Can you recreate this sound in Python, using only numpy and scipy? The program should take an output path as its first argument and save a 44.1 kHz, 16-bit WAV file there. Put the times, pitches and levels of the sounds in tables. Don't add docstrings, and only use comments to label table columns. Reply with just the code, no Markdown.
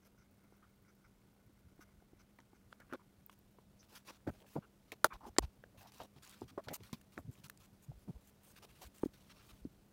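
import sys
import numpy as np
from scipy import signal
from scipy.fft import rfft, irfft
from scipy.io import wavfile
from scipy.ndimage import uniform_filter1d

SR = 44100
rng = np.random.default_rng(int(sys.argv[2]) if len(sys.argv) > 2 else 0)


def decibels_to_gain(level_db):
    exponent = np.asarray(level_db, float) / 20
    return 10 ** exponent


def transcribe(signal):
    frames = np.atleast_2d(signal).T
    limited = np.clip(frames, -1, 1)
    pcm = np.round(limited * 32767).astype(np.int16)
    wavfile.write(sys.argv[1], SR, pcm)


N = 437472

SLICE, FADE, START, HANDOVER = 0.032, 0.0075, 0.011, 0.0058
KEPT = round((SLICE + FADE) * SR)
SLICE_T = np.arange(KEPT) / SR

# freq_hz, level_db_per_hz
ROOM_COLOUR = [(15, -34), (40, -7), (114, -3), (163, -7.5), (226, -7.5), (304, -10), (669, -17),
               (1430, -24.5), (2150, -26.5), (3150, -28), (9000, -32.5), (15800, -32.5)]
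# time_s, level_db
ROOM_LEVEL = [(0.0, -80.5), (9.5, -77), (9.92, -78.5)]
# pitch_hz, level_db
HUM_TONES = [(199.2, -73.5), (1470, -94.5)]
# freq_hz, level_db_per_hz
WHINE_COLOUR = [(8650, -120), (9000, -99), (9350, -120)]

# start_s, peak_db
TICK_EVENTS = [(.184, -64), (.3446, -65), (.5686, -64), (.6958, -62), (.8245, -63), (.9517, -62),
               (1.3364, -61), (1.4636, -62), (1.5354, -64), (1.7604, -65), (2.0467, -63), (2.361, -63),
               (2.7447, -65), (6.0716, -60), (0.3122, -60), (0.4394, -61), (0.7592, -62), (1.5928, -60),
               (3.2625, -38), (3.3897, -53.5), (3.5129, -63), (3.8696, -63), (5.7804, -56), (5.7865, -54),
               (5.7947, -52), (5.8024, -54), (5.8138, -53), (5.8296, -54), (6.4108, -58), (6.4582, -65),
               (6.736, -52), (7.5747, -58), (7.535, -64), (8.5634, -63)]
# low_hz, high_hz
WET_TICK_BAND = [13800, 15900]
WET_UNTIL_S = 4

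# start_s, hiss_db, tub_db
SLIPS = [(.012, -86, -82), (.044, -82, -76), (.172, -82, -78), (.204, -82, -75.5), (.428, -95, -81),
         (.524, -87, -79), (.844, -92, -78), (.876, -81, -73), (1.036, -85, -70.5), (1.804, -73, -64.5),
         (2.188, -76.5, -74), (2.54, -84, -79), (3.788, -69, -88)]
# freq_hz, level_db_per_hz
SLIP_COLOUR = [(4200, -25), (4900, -9), (6100, -2), (6900, -20)]
# freq_hz, level_db_per_hz
TUB_COLOUR = [(700, -19), (1450, 4.5), (1800, -16), (2120, 0.5), (2700, -21)]

# start_s, peak_db, centre_hz
CRACKLE_EVENTS = [(2.4025, -55, 2050), (2.4035, -62, 5400), (2.4135, -59, 2000), (7.177, -49, 2800),
                  (7.178, -58, 6800), (6.7362, -36, 11000), (5.3915, -36, 3800), (3.328, -58, 9000),
                  (3.3285, -60, 2000), (3.83, -56, 2400), (4.403, -54, 3000), (4.418, -60, 3000),
                  (4.4235, -57, 3200), (4.445, -58, 800), (5.9198, -57, 5000), (5.9448, -52, 7000),
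                  (5.982, -55, 6000), (6.1635, -60, 3500), (6.185, -60, 2800), (6.2331, -51, 8000),
                  (6.2495, -51, 7500), (6.2755, -51, 6200), (6.295, -50, 8500), (6.4107, -52, 6500),
                  (6.7125, -58, 13000), (6.8053, -58, 2500), (6.8348, -49, 4700), (6.929, -42, 7000),
                  (7.3137, -61, 12000), (7.34, -60, 8000), (7.354, -60, 2500), (7.4838, -56, 8000),
                  (7.5746, -52, 7200), (7.9936, -64, 11000), (8.9825, -58, 3000), (8.983, -58, 8500),
                  (9.0522, -58, 5000), (9.208, -62, 5200), (9.2468, -64, 4500), (2.9255, -50, 4000),
                  (4.9188, -42, 3000), (6.6846, -41, 4200), (6.0015, -48, 2200), (6.311, -57, 7500),
                  (6.265, -57, 4000), (6.333, -57, 3500), (9.9038, -60, 1200), (8.505, -58, 1500),
                  (9.6459, -58, 4500), (4.205, -60, 1300)]
# start_s, level_db, pitch_hz, overtone_step_db
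SQUEAL_EVENTS = [
    (5.1, -54, 1170, -14),
    (9.292, -68, 1370, -1),
    (9.356, -74, 1350, -1),
    (9.388, -72, 1370, -3),
    (9.484, -70, 1340, -2),
    (4.62, -66, 1400, -14),
]
SQUEAL_WIDTH_HZ = 130

# start_s, level_db, pitch_hz
SWAY_EVENTS = [(1.644, -60.5, 78), (4.268, -39.5, 115), (5.42, -50, 110), (6.156, -63, 150),
               (6.668, -54, 130), (6.828, -62, 100), (7.372, -62, 130), (7.436, -60, 140),
               (7.724, -63, 140), (9.644, -58, 60), (9.068, -70, 200), (4.3, -61, 118), (4.556, -40.5, 165),
               (9.516, -58.5, 70), (5.044, -55, 147), (5.132, -54, 45), (5.228, -64, 53), (5.292, -58, 56),
               (5.388, -45.5, 52), (5.42, -39.5, 61.6), (5.452, -58, 39.7), (5.772, -61, 104),
               (5.996, -61.5, 108), (6.412, -55.5, 109), (6.444, -60, 124), (6.508, -60.5, 192),
               (6.7, -53, 211), (6.796, -57.5, 126), (6.929, -52.5, 198), (7.18, -56, 116),
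               (7.244, -53.5, 114), (7.276, -46.5, 116), (7.884, -46, 100), (7.948, -54, 42),
               (8.076, -44, 173.5), (8.14, -53, 59.5), (8.844, -56, 47.3), (9.612, -56, 44.7),
               (9.644, -57, 182)]
# freq_hz, level_db_per_hz
LEAN_COLOUR = [(20, -14), (40, 3), (75, -6.5), (120, -1.5), (170, -9), (300, -37)]
# freq_hz, level_db_per_hz
BOARD_COLOUR = [(150, -29), (240, 9), (380, 4.5), (600, -2.5), (1000, -24)]

# start_s, thud_peak_db, thud_hz, shell_peak_db, shell_hz
KNOCK_EVENTS = [(.145, -63, 400, -73, 800), (.44, -69, 300, -68, 1000), (1.361, -70, 450, -69, 790),
                (1.495, -60, 300, -73, 700), (2.021, -61, 350, -65, 744), (0.523, -53, 398, -60, 737),
                (1.791, -52, 314, -64, 696), (2.1311, -53, 318, -69, 710), (2.5304, -57, 328, -63, 825),
                (2.9251, -33, 380, -31.5, 1420), (2.9502, -44.5, 339, -47.5, 1430),
                (3.5847, -54, 404, -56, 960), (4.2745, -30, 300, -44, 1450), (4.266, -40, 200, -56, 700),
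                (4.5545, -38, 330, -46, 700), (4.5614, -30, 444, -40.5, 830),
                (5.6373, -49, 527, -53.5, 1580), (6.417, -39, 343, -50.5, 865),
                (6.9286, -40, 222, -68, 1500), (6.5772, -31.5, 407, -50, 1135),
                (7.1763, -39, 318, -42, 1256), (7.1855, -46, 300, -52, 700), (7.171, -50, 250, -62, 900),
                (6.8055, -52, 380, -70, 900), (9.0312, -50, 600, -36, 850), (7.9162, -60.5, 637, -52, 700),
                (8.0775, -41, 290, -56, 900), (9.0339, -20, 345, -46, 912),
                (9.0577, -28.5, 289, -57.5, 705), (9.6503, -34, 263, -75, 1370),
                (4.2935, -35, 150, -56, 700)]
# start_s, crack_peak_db, thud_peak_db, shell_peak_db, shell_hz
CLICK_EVENTS = [(2.386, -62, -57, -55, 1990), (2.7254, -63, -55, -46.5, 1440),
                (2.801, -53.5, -57, -56, 1450), (2.9332, -47.5, -41, -37, 1390),
                (3.2949, -57, -77, -55, 1100), (3.2955, -70, -80, -54, 2900),
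                (4.9182, -41, -55, -40.5, 2560), (5.3637, -69.5, -53.5, -46.5, 1700),
                (5.3914, -17, -30, -20, 900), (6.0013, -61, -46, -46.5, 740),
                (6.6842, -48, -42.5, -38, 1500), (6.8344, -63, -69, -64, 2395),
                (6.893, -66, -64, -50, 1150), (6.9292, -50, -70, -69, 2340),
                (7.012, -50.5, -70.5, -58.5, 1750), (7.4974, -35.5, -58.5, -48, 1730)]
KNOCK_CRACK_DB, CLICK_THUD_HZ = -35, 560

# start_s, crack_db, crack_t60_s, rattle_db
SNAP_EVENTS = [
    (5.0436, -4.5, 0.0088, -60.5),
    (5.384, -4, 0.005, -35),
]
# pitch_hz, level_db, t60_s
LID_MODES = [
    [(352, -33, 0.062), (615, -20, 0.036), (878, -16.5, 0.025), (1400, -2.5, 0.009), (1706, -24, 0.017),
     (6270, -48, .015)],
    [(345, -15, 0.034), (720, -22, 0.05), (1050, -16.5, .018), (1892, -24, 0.022), (3160, -31.5, 0.018)],
]
# delay_s, peak_db
CATCH_BLOWS = [
    [(.0003, -17)],
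    [(.0004, -13), (.0008, -10), (.0013, -17)],
]
# freq_hz, level_db_per_hz
CRACK_COLOURS = [
    [(1060, -19), (1800, -16), (2430, -14.5), (4290, -2.5), (5440, -8), (6300, 2), (7420, -13), (8670, -4),
     (12600, -12.5), (16000, -8.5)],
    [(880, -30.5), (1500, -14), (4000, -1), (5400, 0), (7610, 3), (8300, 2), (8700, -12.5), (10900, -20),
     (11900, -20.5), (16000, -26.5)],
]

# freq_hz, level_db_per_hz
FIBRE_COLOUR = [(900, -24), (1700, -7), (2600, 0), (4200, -2.5), (5800, -4.5), (7500, -23.5)]
# freq_hz, level_db_per_hz
CRINKLE_COLOUR = [(4500, -26.5), (6300, -1.5), (10000, -2.5), (15600, -2.5), (16000, -6)]
# start_s, end_s, fibres_db, crinkle_db
STROKE_EVENTS = [(3.87, 3.9, -73, -75), (4.1, 4.15, -72, -77), (4.32, 4.42, -78, -78),
                 (4.45, 4.52, -73, -72), (4.52, 4.54, -72, -68), (5.76, 5.82, -68, -72),
                 (5.92, 5.98, -69, -71), (6.21, 6.33, -66.5, -68.5), (6.34, 6.43, -73.5, -76.5),
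                 (7.58, 7.64, -73, -74.5), (8.19, 8.25, -83.5, -78), (8.42, 8.51, -75, -71),
                 (6.69, 6.71, -80, -80), (9.475, 9.5, -67.5, -71), (9.51, 9.6, -81, -80),
                 (8.74, 8.8, -73, -74), (8.93, 9.06, -74, -72), (9.34, 9.4, -71.5, -78),
                 (9.41, 9.47, -73.5, -75.5)]
# start_s, fibres_db, crinkle_db
WET_RUB_EVENTS = [(0.044, -77.5, -75.5), (1.804, -75.5, -73), (2.188, -79, -84), (2.7, -80, -80),
                  (2.924, -68, -86), (3.308, -76.5, -76), (3.82, -75, -80), (3.948, -60, -62.5),
                  (3.98, -77.5, -77), (4.044, -70, -71), (3.916, -70, -70), (4.076, -58, -66)]
# start_s, fibres_db, crinkle_db
DRY_RUB_EVENTS = [(4.919, -61, -70), (5.044, -52, -50), (5.133, -66, -75), (5.26, -70.5, -70),
                  (5.42, -61.5, -70), (5.868, -68, -74), (5.996, -61.5, -69.5), (6.028, -68.5, -71.5),
                  (6.156, -73.5, -81), (6.476, -66, -72), (6.636, -71, -75), (6.685, -62, -76),
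                  (6.732, -56, -49), (6.828, -67.5, -70), (6.86, -71, -73), (6.929, -59, -65),
                  (7.116, -73.5, -74), (7.18, -82, -72), (7.148, -75, -79), (7.308, -78, -73),
                  (7.34, -80, -78), (6.796, -77, -86), (6.892, -77, -78), (6.956, -80, -79),
                  (5.836, -76, -80), (8.012, -84, -79), (7.98, -84, -82), (8.076, -80, -80),
                  (8.524, -81, -80), (8.716, -79, -80), (9.164, -78, -80), (9.196, -75, -78),
                  (9.228, -80, -80), (9.26, -78, -80), (9.324, -79, -82), (4.876, -78, -84),
                  (4.3, -82, -78), (7.372, -74, -76), (7.436, -63, -63.5), (7.82, -79, -70.5),
                  (8.268, -78.5, -70), (8.556, -65.5, -69), (8.62, -63.5, -67), (8.684, -72, -75),
                  (8.812, -61, -61.5), (8.844, -67.5, -67), (9.132, -72, -74.5), (5.919, -74, -74),
                  (9.292, -66, -73.5)]
# start_s, body_db, body_hz, board_db
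SCRAPE_EVENTS = [(0.62, -69, 1280, -87), (2.387, -72, 1000, -72), (2.796, -65, 1490, -70),
                 (2.892, -65, 1380, -72), (2.924, -55.5, 1050, -46.5), (2.988, -71, 1230, -85),
                 (8.62, -65, 700, -66), (4.076, -59, 1050, -61), (4.268, -47, 600, -47),
                 (4.268, -55, 1400, -80), (4.556, -52, 720, -48), (4.62, -68, 1240, -75),
                 (4.332, -76, 800, -70), (4.396, -74, 900, -71), (4.428, -74, 700, -69),
                 (4.919, -61, 890, -56), (5.044, -43, 1210, -42.5), (5.1, -62, 1700, -68),
                 (5.132, -59, 950, -73), (5.207, -64, 774, -84), (5.228, -54.5, 930, -67),
                 (5.26, -57.5, 840, -55), (5.42, -58.5, 765, -65), (5.804, -64, 850, -75),
                 (5.836, -62, 770, -85), (5.996, -54, 750, -58), (6.028, -64, 785, -82),
                 (6.412, -68, 775, -53.5), (6.5755, -53, 1050, -45.5), (6.671, -62, 880, -59),
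                 (6.7, -51, 715, -53.5), (7.18, -69, 1000, -66), (6.7, -63, 2000, -80),
                 (6.156, -73, 800, -68), (5.74, -77, 800, -70), (6.028, -80, 800, -64),
                 (3.916, -70, 900, -70), (8.14, -73, 800, -80), (8.076, -64.5, 748, -58.5),
                 (8.812, -60, 700, -65.5)]
# start_s, body_change_db, paper_change_db
SWELL_EVENTS = [(3.884, 3, 4), (3.916, 6, 4), (3.98, -4, -8), (4.044, 14, 24), (4.076, 6, -1),
                (4.268, -10, -6), (4.396, -1, -6), (4.556, -10, -5), (5.1, 12, 4), (5.132, -6, -17),
                (5.228, 3, 8), (5.26, -5, -5), (5.42, -10, -7), (5.868, -7, -10), (5.964, 6, 1),
                (5.996, -10, -4), (6.028, -14, -11), (6.156, -6, 4), (6.412, -14, -7), (6.476, 8, -3),
                (6.572, 10, 12), (6.636, -4, -14), (6.7, -3, -8), (6.732, -3, -15), (6.828, 0, -3),
                (6.86, -4, -14), (7.18, -28, -20), (7.436, 0, -9), (7.596, 3, -5), (8.076, -6, 1),
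                (8.556, 6, 3), (8.972, 3, -10), (9.132, -2, -11), (7.308, 0, 5), (8.844, -4, -3),
                (9.292, -2, -3), (2.924, -6, -6), (2.796, -4, -4)]
STROKE_SCATTER_DB = 1.3
RUB_BODY_DB, RUB_BODY_HZ, RUB_BODY_SPREAD = -3, 1250, 0.16
SCRAPE_FIBRES_DB, SCRAPE_CRINKLE_DB, SWAY_BOARD_DB = -22.5, -25, -27
SPIKES_PER_S, SPIKE_DB, SPIKE_T60 = 120, -5, 0.003


def along(points, hz):
    f, v = np.transpose(points)
    return np.interp(np.log(hz + 1), np.log(f + 1), v, left=-120, right=-120)


def unit(x):
    return x / np.sqrt(np.mean(x ** 2, axis=-1, keepdims=True) + 1e-20)


def smooth(shape, size):
    return unit(uniform_filter1d(rng.standard_normal(shape), size))


def noise(count, spectrum, peaky_db, grain_db, size=4096):
    colour_db = along(spectrum, np.fft.rfftfreq(size, 1 / SR))
    gain = decibels_to_gain(colour_db + peaky_db * smooth((count, size // 2 + 1), size=40))
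    grains = rng.standard_normal((count, size)) * decibels_to_gain(grain_db * smooth((count, size), size=60))
    return irfft(rfft(grains) * gain)


def noise_slices(count, spectrum, peaky_db, grain_db):
    return unit(noise(count, spectrum, peaky_db, grain_db)[:, :KEPT])


def hump(hz, width, peaky_db, grain_db):
    shape = [(hz / width ** 4, -36), (hz / width, -8), (hz, 0), (hz * width, -14), (hz * width ** 4, -56)]
    return noise_slices(1, shape, peaky_db, grain_db)[0]


def ring(hz, t60, t):
    return decibels_to_gain(-60 * t / t60) * np.sin(2 * np.pi * hz * t)


def click(colour, size=4096):
    cepstrum = irfft(np.log(decibels_to_gain(along(colour, np.fft.rfftfreq(size, 1 / SR)))))
    cepstrum[1:size // 2] *= 2
    cepstrum[size // 2 + 1:] = 0
    pulse = irfft(np.exp(rfft(cepstrum)))[:KEPT]
    return pulse / np.abs(pulse).max()


def splice(slices, starts):
    starts = np.asarray(starts)
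    joint = START + SLICE * np.floor((starts - START + FADE) / SLICE)
    late = (starts - joint)[:, None]
    dying = np.clip((SLICE_T - late) / 0.002, 0, 1) * decibels_to_gain(9 - 60 * (SLICE_T - late) / 0.09)
    tail = np.where(late > FADE / 2, dying, 1)
    fade = np.clip(np.minimum(SLICE_T, SLICE + FADE - SLICE_T) / FADE, 0, 1) * tail
    at = np.round((joint + SLICE) * SR).astype(int)[:, None] + np.arange(KEPT)
    track = np.bincount(at.ravel(), (slices[:, :KEPT] * fade).ravel(), N + SR)
    return track[round(SLICE * SR):][:N]


def add(track, s, sound):
    end = START + SLICE * np.ceil((s - START - HANDOVER) / SLICE) + FADE
    t = s + np.arange(len(sound)) / SR
    track[round(s * SR):][:len(sound)] += sound * np.clip((end - t) / FADE, 0, 1)


def slice_index(s):
    return np.floor((np.asarray(s) - START + FADE) / SLICE)


def swell(starts, column):
    table = np.array(SWELL_EVENTS)
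    same_slice = slice_index(starts)[:, None] == slice_index(table[:, 0])
    change_db = same_slice @ table[:, column]
    return decibels_to_gain(change_db[:, None] * np.linspace(-0.5, 0.5, KEPT))


def room():
    s = START + SLICE * np.arange(-1, int(N / SR / SLICE))
    raw = noise(len(s), ROOM_COLOUR, peaky_db=0.4, grain_db=0.6)
    level = decibels_to_gain(np.interp(s, *np.transpose(ROOM_LEVEL)) + 9.0 + 0.41 * rng.standard_normal(len(s)))
    hiss = level[:, None] * raw[:, :KEPT] / raw.std()
    hum = 0
    for hz, db in HUM_TONES:
        phase = np.cumsum(rng.normal(0, 1.0, (len(s), 1)), 0)
        hum = hum + decibels_to_gain(db + 2.5) * np.sin(2 * np.pi * hz * (s[:, None] + SLICE_T) + phase)
    wander = decibels_to_gain(2.5 * smooth(len(s), size=6))[:, None]
    whine = wander * noise(len(s), WHINE_COLOUR, peaky_db=0, grain_db=0) / raw.std()
    return splice(hiss + hum + whine[:, :KEPT], s)


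def bumps():
    steps = np.arange(START, N / SR, SLICE)
    lean_level = decibels_to_gain(rng.normal(-76.5, 5, (len(steps), 1)))
    leans = lean_level * noise_slices(len(steps), LEAN_COLOUR, peaky_db=2.0, grain_db=-2)
    s, sway_db, sway_hz = np.transpose(SWAY_EVENTS)
    sway = decibels_to_gain(sway_db)[:, None] * [hump(hz, width=1.6, peaky_db=-3.5, grain_db=-0.6) for hz in sway_hz]
    dragged, _, _, board_db = np.transpose(SCRAPE_EVENTS)
    nudge_db = rng.normal(-84.5, 3.9, len(steps))
    at = np.concatenate([dragged, s, steps])
    boom_db = np.concatenate([board_db, sway_db + SWAY_BOARD_DB, nudge_db])
    board = noise_slices(len(at), BOARD_COLOUR, peaky_db=7.5, grain_db=0.3)
    boom = decibels_to_gain(boom_db)[:, None] * board * swell(at, 1)
    return splice(sway, s) + splice(leans, steps) + splice(boom, at)


def ticks():
    track, t = np.zeros(N + SR), np.arange(KEPT // 4) / SR
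    steps = np.arange(START + 0.046, N / SR, 2 * SLICE)
    faint = np.transpose([steps, -75 + 2.2 * rng.standard_normal(len(steps))])
    narrow = signal.butter(3, WET_TICK_BAND, "band", fs=SR, output="sos")
    for k, (s, db) in enumerate([*TICK_EVENTS, *faint]):
        white = rng.standard_normal(len(t) + 3)
        hiss = np.diff(white, 3)
        if s < WET_UNTIL_S or k >= len(TICK_EVENTS):
            hiss = signal.sosfilt(narrow, white)[3:] + 0.015 * hiss
        add(track, s + 0.0004, decibels_to_gain(db - 0.4 - 60 * t / 0.0038) * unit(hiss))
    return track[:N]


def squeaks():
    s, hiss_db, tub_db = np.transpose(SLIPS)
    hiss = decibels_to_gain(hiss_db)[:, None] * noise_slices(len(s), SLIP_COLOUR, peaky_db=1.5, grain_db=2.5)
    tub = decibels_to_gain(tub_db)[:, None] * noise_slices(len(s), TUB_COLOUR, peaky_db=1.5, grain_db=4)
    steps = np.arange(START, 3.2, SLICE)
    stir_level = decibels_to_gain(rng.normal(-86.5, 3.2, (len(steps), 1)))
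    stir = stir_level * noise_slices(len(steps), TUB_COLOUR, peaky_db=2.5, grain_db=5)
    return splice(hiss + tub, s) + splice(stir, steps)


def crackles():
    track = np.zeros(N + SR)
    for s, db, hz in CRACKLE_EVENTS:
        burst = hump(hz, width=1.7, peaky_db=1.5, grain_db=0.5)
        shape = decibels_to_gain(db + 3.5 - 60 * SLICE_T / 0.006) * (1 - np.exp(-SLICE_T / 0.0004))
        add(track, s, shape * burst)
    return track[:N]


def squeals():
    hz = np.fft.rfftfreq(KEPT, 1 / SR)
    combs = []
    for _, _, pitch_hz, step_db in SQUEAL_EVENTS:
        peaks = [decibels_to_gain(step_db * k) / (1 + ((hz - pitch_hz * (k + 1)) / SQUEAL_WIDTH_HZ) ** 2) for k in range(4)]
        combs.append(sum(peaks))
    s, db, _, _ = np.transpose(SQUEAL_EVENTS)
    sound = unit(irfft(rfft(rng.standard_normal((len(s), KEPT))) * combs, KEPT))
    return splice(decibels_to_gain(db)[:, None] * swell(s, 1) * sound, s)


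def taps():
    track, t = np.zeros(N + SR), SLICE_T
    dull = [(s, shell_db + KNOCK_CRACK_DB, thud_db, thud_hz, shell_db, hz)
            for s, thud_db, thud_hz, shell_db, hz in KNOCK_EVENTS]
    bright = [(s, crack_db, thud_db, CLICK_THUD_HZ, shell_db, hz)
              for s, crack_db, thud_db, shell_db, hz in CLICK_EVENTS]
    for s, crack_db, thud_db, thud_hz, shell_db, shell_hz in dull + bright:
        thud = ring(thud_hz, 7 / thud_hz, t) * (1 - np.exp(-t * thud_hz / 0.46))
        rattle = hump(shell_hz, width=1.9, peaky_db=-2.5, grain_db=5.0) * decibels_to_gain(-60 * t / 0.015)
        shell = (ring(shell_hz, 14 / shell_hz, t) + 0.5 * rattle) * (1 - np.exp(-t / 0.0016))
        white = rng.standard_normal(KEPT + 1)
        crack = uniform_filter1d(white[1:] - 0.52 * white[:-1], size=2) * decibels_to_gain(-60 * t / 0.025)
        tap = decibels_to_gain(thud_db + 8) * thud + decibels_to_gain(shell_db + 11) * shell + decibels_to_gain(crack_db - 5.5) * crack
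        add(track, s + 0.0008, tap)
    return track[:N]


def snaps():
    track, t = np.zeros(N + SR), SLICE_T
    for (s, db, t60, rattle_db), modes, colour, blows in zip(SNAP_EVENTS, LID_MODES, CRACK_COLOURS, CATCH_BLOWS):
        hiss = noise_slices(1, colour, peaky_db=1.2, grain_db=0.1)[0]
        tear = decibels_to_gain(db - 7.0 - 60 * t / t60) * (1 - np.exp(-t / 0.0014))
        rattle = decibels_to_gain(rattle_db - 60 * t / 0.12)
        body = sum(decibels_to_gain(level) * ring(hz, decay, t) for hz, level, decay in modes)
        add(track, s, hiss * (tear + rattle))
        add(track, s + 0.0002, body * (1 - np.exp(-(t / 0.0008) ** 2)))
        for late, blow_db in blows:
            add(track, s + late, decibels_to_gain(blow_db) * click(colour))
    return track[:N]


def rubs():
    steps = np.arange(START, N / SR, SLICE) + 0.001
    uneven_db = STROKE_SCATTER_DB * rng.standard_normal((2, len(steps)))
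    power = np.zeros((2, len(steps)))
    for start, end, fibre_db, crinkle_db in STROKE_EVENTS:
        power += ((steps > start) & (steps < end)) * decibels_to_gain([[fibre_db], [crinkle_db]]) ** 2
    strokes = np.transpose([steps, *(10 * np.log10(power + 1e-14) + uneven_db)])
    s, fibre_db, crinkle_db = np.transpose([*WET_RUB_EVENTS, *DRY_RUB_EVENTS, *strokes[power[0] > 0]])
    body_hz = RUB_BODY_HZ * np.exp(RUB_BODY_SPREAD * rng.standard_normal(len(s)))
    light = [s, fibre_db + RUB_BODY_DB, body_hz, fibre_db, crinkle_db]
    s, db, hz, _ = np.transpose(SCRAPE_EVENTS)
    return np.hstack([light, [s, db, hz, db + SCRAPE_FIBRES_DB, db + SCRAPE_CRINKLE_DB]])


def rustle():
    s, body_db, body_hz, fibre_db, crinkle_db = rubs()
    body = np.array([hump(hz, width=1.6, peaky_db=2.2, grain_db=2.5) for hz in body_hz])
    fibres = noise_slices(len(s), FIBRE_COLOUR, peaky_db=2.2, grain_db=0.3)
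    crinkle = noise_slices(len(s), CRINKLE_COLOUR, peaky_db=2.9, grain_db=-2.2)
    spike_level = decibels_to_gain(SPIKE_DB + 2.5 * rng.standard_normal(fibres.shape))
    spikes = (rng.random(fibres.shape) < SPIKES_PER_S / SR) * spike_level
    spikes = signal.lfilter([1], [1, -decibels_to_gain(-60 / SPIKE_T60 / SR)], spikes)
    flutter_db = 2.0 * smooth(fibres.shape, size=30) + 0.43 * smooth(fibres.shape, size=400)
    crackle = unit(decibels_to_gain(flutter_db) + spikes)
    paper = decibels_to_gain(fibre_db)[:, None] * fibres + decibels_to_gain(crinkle_db)[:, None] * crinkle
    return splice(decibels_to_gain(body_db)[:, None] * body * swell(s, 1) + crackle * paper * swell(s, 2), s)


def scene():
    background = room() + bumps() + ticks() + squeaks() + crackles() + squeals()
    return (background + taps() + snaps() + rustle())[None]


def band_limit(x):
    return signal.sosfilt(signal.butter(12, 16900, fs=SR, output="sos"), x)


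def record(dry):
    bass_cut = signal.butter(2, 27, "high", fs=SR, output="sos")
    treble_cut = signal.butter(10, 16300, fs=SR, output="sos")
    mix = signal.sosfilt(np.vstack([bass_cut, treble_cut]), dry)
    return band_limit(mix)


dry = scene()
out = record(dry)
transcribe(out)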